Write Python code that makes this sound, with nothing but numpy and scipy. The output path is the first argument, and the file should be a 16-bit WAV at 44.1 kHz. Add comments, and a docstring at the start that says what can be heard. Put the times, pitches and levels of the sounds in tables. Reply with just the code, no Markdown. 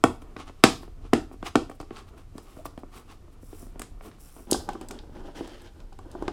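"""A small room, the microphone close to a rigid cardboard box on a table, a low rumble and faint hiss behind.
Fingertips knock, click and rub on the lid; later the tight lid is jerked up and slid off its base.
Knocks are decaying box modes, clicks short cracks of noise; rubbing is noise that rings the box, scrapes
and hisses. A short creak glides upward, hard blows shudder the table, and decaying noise is the room."""
import sys
import numpy as np
from scipy import signal
from scipy.fft import rfft, irfft, next_fast_len
from scipy.io import wavfile
from scipy.ndimage import uniform_filter1d, map_coordinates

SR = 44100
rng = np.random.default_rng(int(sys.argv[2]) if len(sys.argv) > 2 else 0)


def master(y):
    """Save y as 16-bit WAV."""
    cut = np.clip(np.atleast_2d(y).T, -1, 1)
    pcm = np.round(cut * 32767)  # scale
    wavfile.write(sys.argv[1], SR, pcm.astype(np.int16))


def gain_from_db(level_db):
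    """Turn a decibel level (scalar or array-like) into a linear amplitude factor."""
    decades = np.asarray(level_db, float) / 20
    return 10 ** decades


N = 278712  # samples
LID_UP_S = 4.45  # from here on the lid is raised


def unit(x):
    """Scaled to rms 1."""
    return x / np.sqrt(np.mean(x ** 2) + 1e-20)


def along(points, hz, axis=1):
    """One column of (Hz, ..) points read on a log frequency axis."""
    rows = np.array(points, float)
    return np.interp(np.log(hz + 1), np.log(rows[:, 0] + 1), rows[:, axis])


def wobble(rate):
    """A smooth random curve, rate knots a second."""
    knots = rng.standard_normal(int(N * rate / SR) + 4)
    return map_coordinates(knots, [np.arange(N) * rate / SR])


def filtered(x, response):
    """x passed through a complex response of frequency."""
    m = next_fast_len(len(x) + 8192)
    hz = np.fft.rfftfreq(m, 1 / SR)
    return irfft(rfft(x, m) * response(hz), m)[:len(x)]


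def noise(spectrum, grit_db=0., rate=300):
    """Coloured noise of rms 1, grainy where grit_db is above 0."""
    grains = rng.standard_normal(N) * gain_from_db(grit_db * wobble(rate))
    return unit(filtered(grains, lambda hz: gain_from_db(along(spectrum, hz))))


# The low rumble and the room's hiss. Each row: frequency in Hz, relative density in dB.
RUMBLE_SPECTRUM = [(8.8, -28.5), (15, 2), (31, 5.5), (53, -8), (86, -4), (113, -14), (172, -19),
                   (220, -24.5), (290, -42), (480, -120)]
AIR_SPECTRUM = [(88, -28), (150, -6), (354, -9.5), (534, -9.5), (649, -15), (998, -17.5), (1100, -15.5),
                (1690, -19), (8730, -27.5), (15100, -35), (16000, -52)]


def floor():
    """A low rumble wavers at random under a faint room hiss."""
    rumble = gain_from_db(-46 + 2.2 * wobble(6.4)) * noise(RUMBLE_SPECTRUM)
    air = gain_from_db(-65 + .8 * wobble(15)) * noise(AIR_SPECTRUM)
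    return rumble + air


# The walls' answer. Each row: frequency in Hz, t60 in seconds, strength of the answer in dB.
ROOM_ANSWER = [(100, 0.55, -9), (290, 0.21, -5.5), (800, .27, -10.5), (2000, 0.25, -11.5), (4830, .3, -7.5),
               (9000, 0.24, -9), (14000, 0.53, -18)]


def room(x, span=SR // 10, size=SR // 2):
    """Each frequency of the walls' answer dies at its own speed; the echoes are drawn afresh every tenth of a second."""
    out = np.zeros(N + SR)
    for start in range(0, N, span):
        hz, t, z = signal.stft(rng.standard_normal(size), SR, nperseg=256)
        decay = gain_from_db(-60 * t / along(ROOM_ANSWER, hz)[:, None])
        energy = np.mean(decay ** 2, 1, keepdims=True) * size
        strength = gain_from_db(along(ROOM_ANSWER, hz, axis=2))[:, None]
        tail = signal.istft(z * decay / np.sqrt(energy) * strength, SR, nperseg=256)[1]
        wet = signal.fftconvolve(x[start:start + span], tail)
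        out[start + round(.003 * SR):][:len(wet)] += wet  # 3 ms on the way
    return out[:N]


# The table's shudder. Each row: frequency in Hz, relative density in dB.
TABLE_SPECTRUM = [(20, -40), (40, -6), (75, 2.0), (110, -4.0), (160, -29.5), (300, -120)]


def table():
    """Hard blows shake the table under the box: a low shudder that builds and dies."""
    blows, t = np.zeros(N), np.arange(SR // 2) / SR
    s, db = np.transpose(KNOCK_BLOWS)[:2]
    blows[np.round(s * SR).astype(int)] = gain_from_db(np.minimum(db, 0))
    shudder = gain_from_db(-35.5 - 60 * t / .5) * (1 - np.exp(-t / 0.0033))
    return signal.fftconvolve(blows, shudder)[:N] * noise(TABLE_SPECTRUM)


# A short creak of the pressed lid. Each row: time in seconds, pitch in Hz, level in dB, both wavering.
CREAK_GLIDE = [(2.578, 524, -60), (2.596, 603, -40.5), (2.61, 673, -49.5), (2.625, 750, -63)]


def creak():
    """Board slips on board at a rising, unsteady rate."""
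    s, hz, db = np.transpose(CREAK_GLIDE)
    t = np.arange(N) / SR
    rate = np.interp(t, s, hz) * (1 + .09 * wobble(250))
    phase = 2 * np.pi * np.cumsum(rate) / SR
    heard = (t > s[0]) * (t < s[-1])
    gain = uniform_filter1d(gain_from_db(np.interp(t, s, db)) * heard, size=SR // 100)
    return gain * gain_from_db(1.3 * wobble(100)) * (np.sin(phase) + 0.043 * np.sin(2 * phase))


# Box modes with the lid down, then raised.
# Each row: frequency in Hz, relative level in dB, t60 in seconds before limits and damping.
SHUT_MODES = [(125.5, -14, 0.1), (243.7, -2, 0.035), (334, 1.5, 0.019), (485, -13, 0.071),
              (667.2, -6.5, 0.025), (784, -17.5, 0.12), (779.6, -2, 0.0098), (1132, -5.5, 0.029),
              (1129.6, -8.5, 0.034), (1320, -2.5, 0.014), (1511, -18, 0.044), (1810, -17.5, .03),
              (2283, -21, 0.034), (2637, -15, .012), (3200, -19.5, 0.018)]
RAISED_MODES = [(231, -8, 0.0079), (240, -16, 0.016), (350.5, 12, 0.018), (390, -2.5, 0.069),
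                (581, -8, 0.038), (715, -8, 0.083), (772, 4.5, 0.022), (1053, -3.5, 0.026),
                (1158, -4, 0.035), (1540, -8.5, 0.028), (2080, -33, 0.0056)]


def ring(modes, hard_db, stray, damping=1.):
    """Ringing of the board, neighbouring modes in opposite phase; a hard tip favours the upper ones."""
    hz, db, t60 = np.transpose(modes)[:, :, None]
    t = np.arange(SR // 4) / SR
    upper = 1 / (1 + (560 / hz) ** 6)
    chance = rng.standard_normal((2, *hz.shape))
    level = db + hard_db * upper + 5 * stray * chance[0]  # where the touch lands sets each mode's share
    hz = hz * (1 + .05 * stray * chance[1])
    sign = -(-1.) ** np.arange(len(hz))[:, None]
    fading = gain_from_db(level - 60 * t * damping / np.clip(t60, .005, .12))
    onset = 1 - np.exp(-t / .0003)
    return np.sum(sign * fading * np.sin(2 * np.pi * hz * t), 0) * onset


# Quick fingertip swipes. 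Each row: peak time in seconds, rise in seconds, fall in seconds,
# scrape in dB, skin hiss over the scrape in dB.
SWIPE_STROKES = [(0.222, 0.018, .03, -61.5, -2.5), (0.401, 0.047, .06, -42, -24),
                 (.482, 0.037, .05, -49, -24), (.61, 0.054, .03, -61, -18.5),
                 (0.828, 0.042, .06, -52.5, -10.5), (1.062, 0.074, .04, -54, -32),
                 (1.334, 0.044, .03, -60, -6), (1.467, .04, 0.052, -37.5, -14.5),
                 (1.712, .015, .05, -57.5, -7.5), (1.755, .02, .02, -69.5, 6),
                 (1.808, 0.017, .05, -53, -12.5), (1.981, 0.11, .08, -45.5, -19),
                 (2.089, .03, 0.025, -56, -10), (2.18, 0.035, .08, -56.5, -13),
                 (2.48, .1, 0.34, -60.5, -15), (3.53, 0.067, .05, -66, -28), (4.14, 0.023, .05, -60, -19),
                 (5.27, 0.017, 0.03, -66, -14.5), (2.386, 0.068, .05, -59.5, -5),
                 (2.657, 0.012, .025, -47.5, 3.5), (2.79, .02, .04, -59, -5.5),
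                 (2.973, 0.089, .08, -47.5, -9), (3.12, 0.078, .06, -50.5, -15.5),
                 (3.33, 0.034, .04, -64.5, -7), (4.062, 0.075, .06, -52.5, -2),
                 (4.51, 0.0099, 0.0087, -50.5, 2.5)]


def swipes(t):
    """Gains of drag, scrape and hiss as each swipe swells to a peak and fades."""
    range_db, drag_db = 31.5, -3  # fall from peak to either end; drag over scrape
    rounding = 1.4  # above 1: a round top and steep ends
    gains = np.zeros((3, N))
    for s, rise, fall, db, hiss_db in SWIPE_STROKES:
        away = np.maximum((s - t) / rise, (t - s) / fall)
        gains += gain_from_db(db - range_db * away ** rounding + [[drag_db], [0], [hiss_db]])
    return gains


def lead_ins(t):
    """Gain of drag and scrape alike as the finger brushes the board just before a hard blow."""
    lead_in_s, under_blow_db, range_db = 0.014, -46, 31.5
    gain = np.zeros(N)
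    for s, db, _ in KNOCK_BLOWS:
        if db > -5:
            gain += (t < s) * gain_from_db(db + under_blow_db - range_db * np.abs(s - t) / lead_in_s)
    return gain


# Slow glides of a flat finger. Each row: start in seconds, length in seconds,
# hiss at the start in dB, hiss at the end in dB, both wavering.
FLAT_GLIDES = [(2.43, 0.17, -70.5, -67), (3.42, 0.204, -64, -56.5), (4.201, 0.207, -57.5, -60)]


def glides(t):
    """Gains of scrape and hiss for a flat finger, which is mostly hiss."""
    scrape_db, attack_s, release_s = -8.5, .02, 0.056  # scrape over hiss
    gains = np.zeros((2, N))
    for s, length, first_db, last_db in FLAT_GLIDES:
        end = s + length
        times = [s - attack_s, s, end, end + release_s, s + 2 * length]
        levels = [first_db - 19, first_db, last_db, last_db - 10, -100]
        level_db = np.interp(t, times, levels, left=-120) + wobble(33)
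        gains += gain_from_db(level_db + [[scrape_db], [0]])
    return gains


# The tight lid sliding on its base. Each row: time in seconds, friction in dB.
LID_FRICTION = [(4.47, -46.5), (4.55, -35), (4.67, -49.5), (4.7, -38), (4.8, -48.5), (4.82, -36.5),
                (4.88, -51.5), (4.92, -40.5), (5.03, -54.5), (5.16, -45.5), (5.23, -47), (5.28, -41),
                (5.335, -52), (5.37, -40), (5.42, -43.5), (5.47, -47), (5.68, -51.5), (5.72, -58),
                (5.81, -53), (5.97, -60.5), (6.05, -48), (6.13, -47), (6.22, -42), (6.32, -43)]
# The edges bite and the rasp stands out. One row: from in seconds, to in seconds,
# added rasp at the start in dB, at the end in dB.
EDGE_CATCH = (5.35, 5.7, 10.5, 10.6)


def lid_slide(t):
    """Gains of drag, scrape and hiss: the lid's friction, whose rasp swings wider than its drag, and wavers a little."""
    friction_db = np.interp(t, *np.transpose(LID_FRICTION), left=-120)
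    rasp_db = -63.5 + 1.2 * (friction_db + 45)
    rasp_db = rasp_db + np.interp(t, EDGE_CATCH[:2], EDGE_CATCH[2:], 0, 0) + 1.2 * wobble(25)
    return gain_from_db([friction_db, rasp_db, rasp_db - 18])


def strokes(t):
    """Gains of drag, scrape and hiss summed over swipes, glides, the resting hand and the sliding lid."""
    gains = swipes(t) + lid_slide(t)
    gains[0] += gain_from_db(-59.5 + 5.7 * wobble(18)) * (t < LID_UP_S)  # a still hand
    gains[:2] += lead_ins(t)
    gains[1:] += glides(t)
    return gains


# Skin scraping on board, the sliding lid's rasp, and the hiss of both.
# Each row: frequency in Hz, relative density in dB.
SCRAPE_SPECTRUM = [(410, -36), (700, -4), (884, -0.5), (977, -16.5), (1080, 4), (1650, -11.5), (2780, -9.5),
                   (10000, -25), (13000, -55.5), (22000, -120)]
RASP_SPECTRUM = [(1200, -2), (1700, 2.5), (2300, -5), (3150, 1.5), (3900, -5.5), (5500, -7.5), (8000, -16),
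                 (12000, -25), (16000, -120)]
HISS_SPECTRUM = [(2940, -36), (5000, -8), (5590, -4.5), (6570, -10.5), (7380, -3), (10700, -2.5),
                 (14100, -8), (16000, -8.5)]


def rubbing():
    """Skin and lid sliding on board, stroke by stroke: slips ring the box, the surface scrapes and hisses."""
    t = np.arange(N) / SR
    lid_down = t < LID_UP_S
    drag, scrape, hiss = uniform_filter1d(strokes(t), size=SR // 200, axis=1)
    slips = drag * rng.standard_normal(N) * gain_from_db(2.7 * wobble(80))
    boards = [ring(modes, hard_db=-10, stray=0, damping=1.5) for modes in (SHUT_MODES, RAISED_MODES)]
    shut, raised = [signal.fftconvolve(slips, b / np.linalg.norm(b))[:N] for b in boards]
    skin = noise(SCRAPE_SPECTRUM, grit_db=2.5, rate=300)
    edge = noise(RASP_SPECTRUM, grit_db=2.5, rate=460)  # the sliding lid rasps in its own band
    scrape = scrape * np.where(lid_down, skin, edge) * gain_from_db(2.1 * wobble(40))
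    hiss = hiss * noise(HISS_SPECTRUM, grit_db=3.5, rate=900) * gain_from_db(2.0 * wobble(30))
    return np.where(lid_down, shut, raised) + scrape + hiss


# Colour of a crack. Each row: frequency in Hz, relative density in dB.
SNAP_SPECTRUM = [(880, -15.5), (1500, -9), (3150, -12), (3770, -12), (4330, -15.5), (5070, -12.5),
                 (5710, -18.5), (7760, -15), (9190, -19), (16000, -36)]
# Nail and edge clicks. Each row: start in seconds, relative level in dB, relative brightness in dB, body in dB.
CLICK_TOUCHES = [(0.0387, -18.5, -2, -1), (0.2189, -48, -6, 4), (0.3659, -37.5, -21, 10),
                 (0.638, 1.5, -12, 0), (1.1343, -14.5, -8.5, 7), (1.3304, -52.5, -8, -10),
                 (1.4272, -38, -19, 8), (1.4536, -35.5, -26, -18), (1.5559, -17, -12, -9),
                 (1.6975, -46.5, 4, 11), (1.8005, -36.5, -22.5, -41), (1.8122, -48.5, 0, -7),
                 (1.9066, -44, -30, 16), (1.9609, -38, -29, -17), (2.38, -38.5, -6, -19),
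                 (2.6504, -52.5, -1, 3), (2.6632, -37.5, -27, -19), (2.7766, -49, -3, 4.5),
                 (3.1182, -47.5, -18.5, -11), (3.7948, -35, 9, 6), (3.8181, -29.5, 0.5, 5),
                 (4.01, -53, -21, 0.5), (4.1143, -46.5, -22, 7), (4.5123, -18, 1.5, -29),
                 (4.529, -14, -16.5, -29), (4.6892, -32.5, -12, 2), (4.7324, -41.5, -6, 3),
                 (4.8115, -42, -4, 0), (4.8857, -41, 0.8, -13), (4.9095, -34.5, -3.5, -3.5),
                 (4.9888, -37.5, -36, -10.5), (5.1669, -50, -24.5, 3), (5.475, -45, -5, -6),
                 (5.618, -62, 16, -2), (5.8016, -48, -15, -3.5), (5.9274, -50.5, -14.5, -4),
                 (5.9883, -49.5, -6, -1.5), (6.1145, -44, -10, -22), (6.224, -47, -9, -3),
                 (6.2796, -30, -21, 0)]


def clicks():
    """A short crack of noise, tilted bright or dull; the walls hear it from all sides, with an even colour."""
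    lead = SR // 100  # samples ahead of the onset
    out, t = np.zeros((2, N + SR)), np.arange(SR // 10) / SR - .01
    for s, db, bright_db, body_db in CLICK_TOUCHES:
        t60 = .012 if s < LID_UP_S else .018  # a nail on the shut lid, the edge of the raised lid

        def tilt(hz):
            bright = (bright_db + 9) / (1 + (6500 / (hz + 1)) ** 6)
            body = body_db / (1 + (hz / 2800) ** 6)
            return gain_from_db(along(SNAP_SPECTRUM, hz) + bright + body)

        shape = (t > 0) * gain_from_db(-60 * t / t60) * (1 - np.exp(-np.abs(t) / 0.00062))
        middle = np.linspace(2500, 6500, 40)  # Hz: the level is set in this band
        size = gain_from_db(db + 6) / np.sqrt(np.mean(tilt(middle) ** 2))
        crack = filtered(rng.standard_normal(len(t)), tilt) * shape
        impulse = np.linalg.norm(shape) * (np.arange(len(t)) == lead)
        even = filtered(impulse, tilt)
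        out[:, round(s * SR) - lead:][:, :len(t)] += size * np.array([crack, even])
    return out[:, :N]


# Fingertip blows on the board. Each row: start in seconds, peak in dB,
# relative hardness in dB (upper modes against the lowest).
KNOCK_BLOWS = [(0.039, 0.5, -4.5), (0.222, -35.5, -10.5), (0.364, -24.5, -14), (0.496, -31, -16),
               (0.638, 4.5, -7), (0.832, -31, -12), (0.879, -33.5, -21.5), (1.05, -32, -22.5),
               (1.132, -0.5, -12.5), (1.314, -31, -18.5), (1.341, -34, -20), (1.428, -21.5, -12.5),
               (1.555, -2, -7), (1.697, -27, -10), (1.714, -33, -8), (1.802, -22.5, -15.5),
               (1.812, -33, -3.5), (1.829, -32, -8), (1.909, -24.5, -16.5), (2.354, -29, -29),
               (2.382, -28.5, -6), (2.569, -30.5, -20), (2.655, -24.5, -6.5), (2.661, -32.5, 11),
               (2.777, -25.5, -9.5), (2.834, -28, -17.5), (3.281, -41.5, -16.5), (3.43, -34, -24),
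               (3.53, -30, -21.5), (3.627, -32.5, -26), (3.667, -39, -16.5), (3.758, -30.5, -21),
               (3.798, -29, -8), (3.816, -33.5, -10.5), (4.009, -37.5, 0), (4.185, -47, -19),
               (4.365, -35.5, -10), (4.523, -6, -29), (4.545, -17, -0.5), (4.689, -17, -2.5),
               (4.753, -24.5, -14), (4.812, -25.5, -13), (4.908, -26.5, -2), (5.037, -37.5, -9),
               (5.096, -34, -29), (5.17, -36, -14.5), (5.199, -35.5, -10), (5.409, -17.5, -20.5),
               (5.475, -35, 5.5), (5.924, -38.5, 2), (5.99, -32, 4.5), (6.151, -24, -9), (6.224, -15, -8),
               (6.281, -13, -1)]


def knocks():
    """Each blow rings the box; light touches land at random spots, and a resting hand damps the shut lid."""
    out = np.zeros(N + SR)
    for s, db, hard_db in KNOCK_BLOWS:
        shut, hard = s < LID_UP_S, db > -12
        stray = .15 if hard else .6
        light_damping = 1.9 if shut else 0.97  # a light touch stays on the board and alters its ring
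        damping = 1 if hard else light_damping
        sound = ring(SHUT_MODES if shut else RAISED_MODES, hard_db + 3, stray, damping)
        db = min(db, 5)  # no blow is louder than this
        out[round(s * SR):][:len(sound)] += gain_from_db(db) * sound / np.abs(sound).max()
    return out[:N]


def scene():
    """Box sounds, their room and the background; a small box radiates little bass."""
    crack, even = clicks()
    low_hz = 150
    box = knocks() + creak() + rubbing()
    box = filtered(box, lambda hz: (1j * hz / (low_hz + 1j * hz)) ** 2)
    sideways_db = 3.0  # clicks spread evenly, the board beams upward
    answer = room(box + gain_from_db(sideways_db) * even)
    return (box + crack + table() + answer + floor())[None]


def roll_off(x):
    """The treble ends steeply here."""
    return signal.sosfilt(signal.butter(12, 16380, fs=SR, output="sos"), x)


def record(dry):
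    """The loudest knocks clip the input, with a slightly rounded knee."""
    x = dry / (1 + np.abs(dry) ** 12) ** (1 / 12)
    return roll_off(x)


dry = scene()
out = record(dry)
master(out)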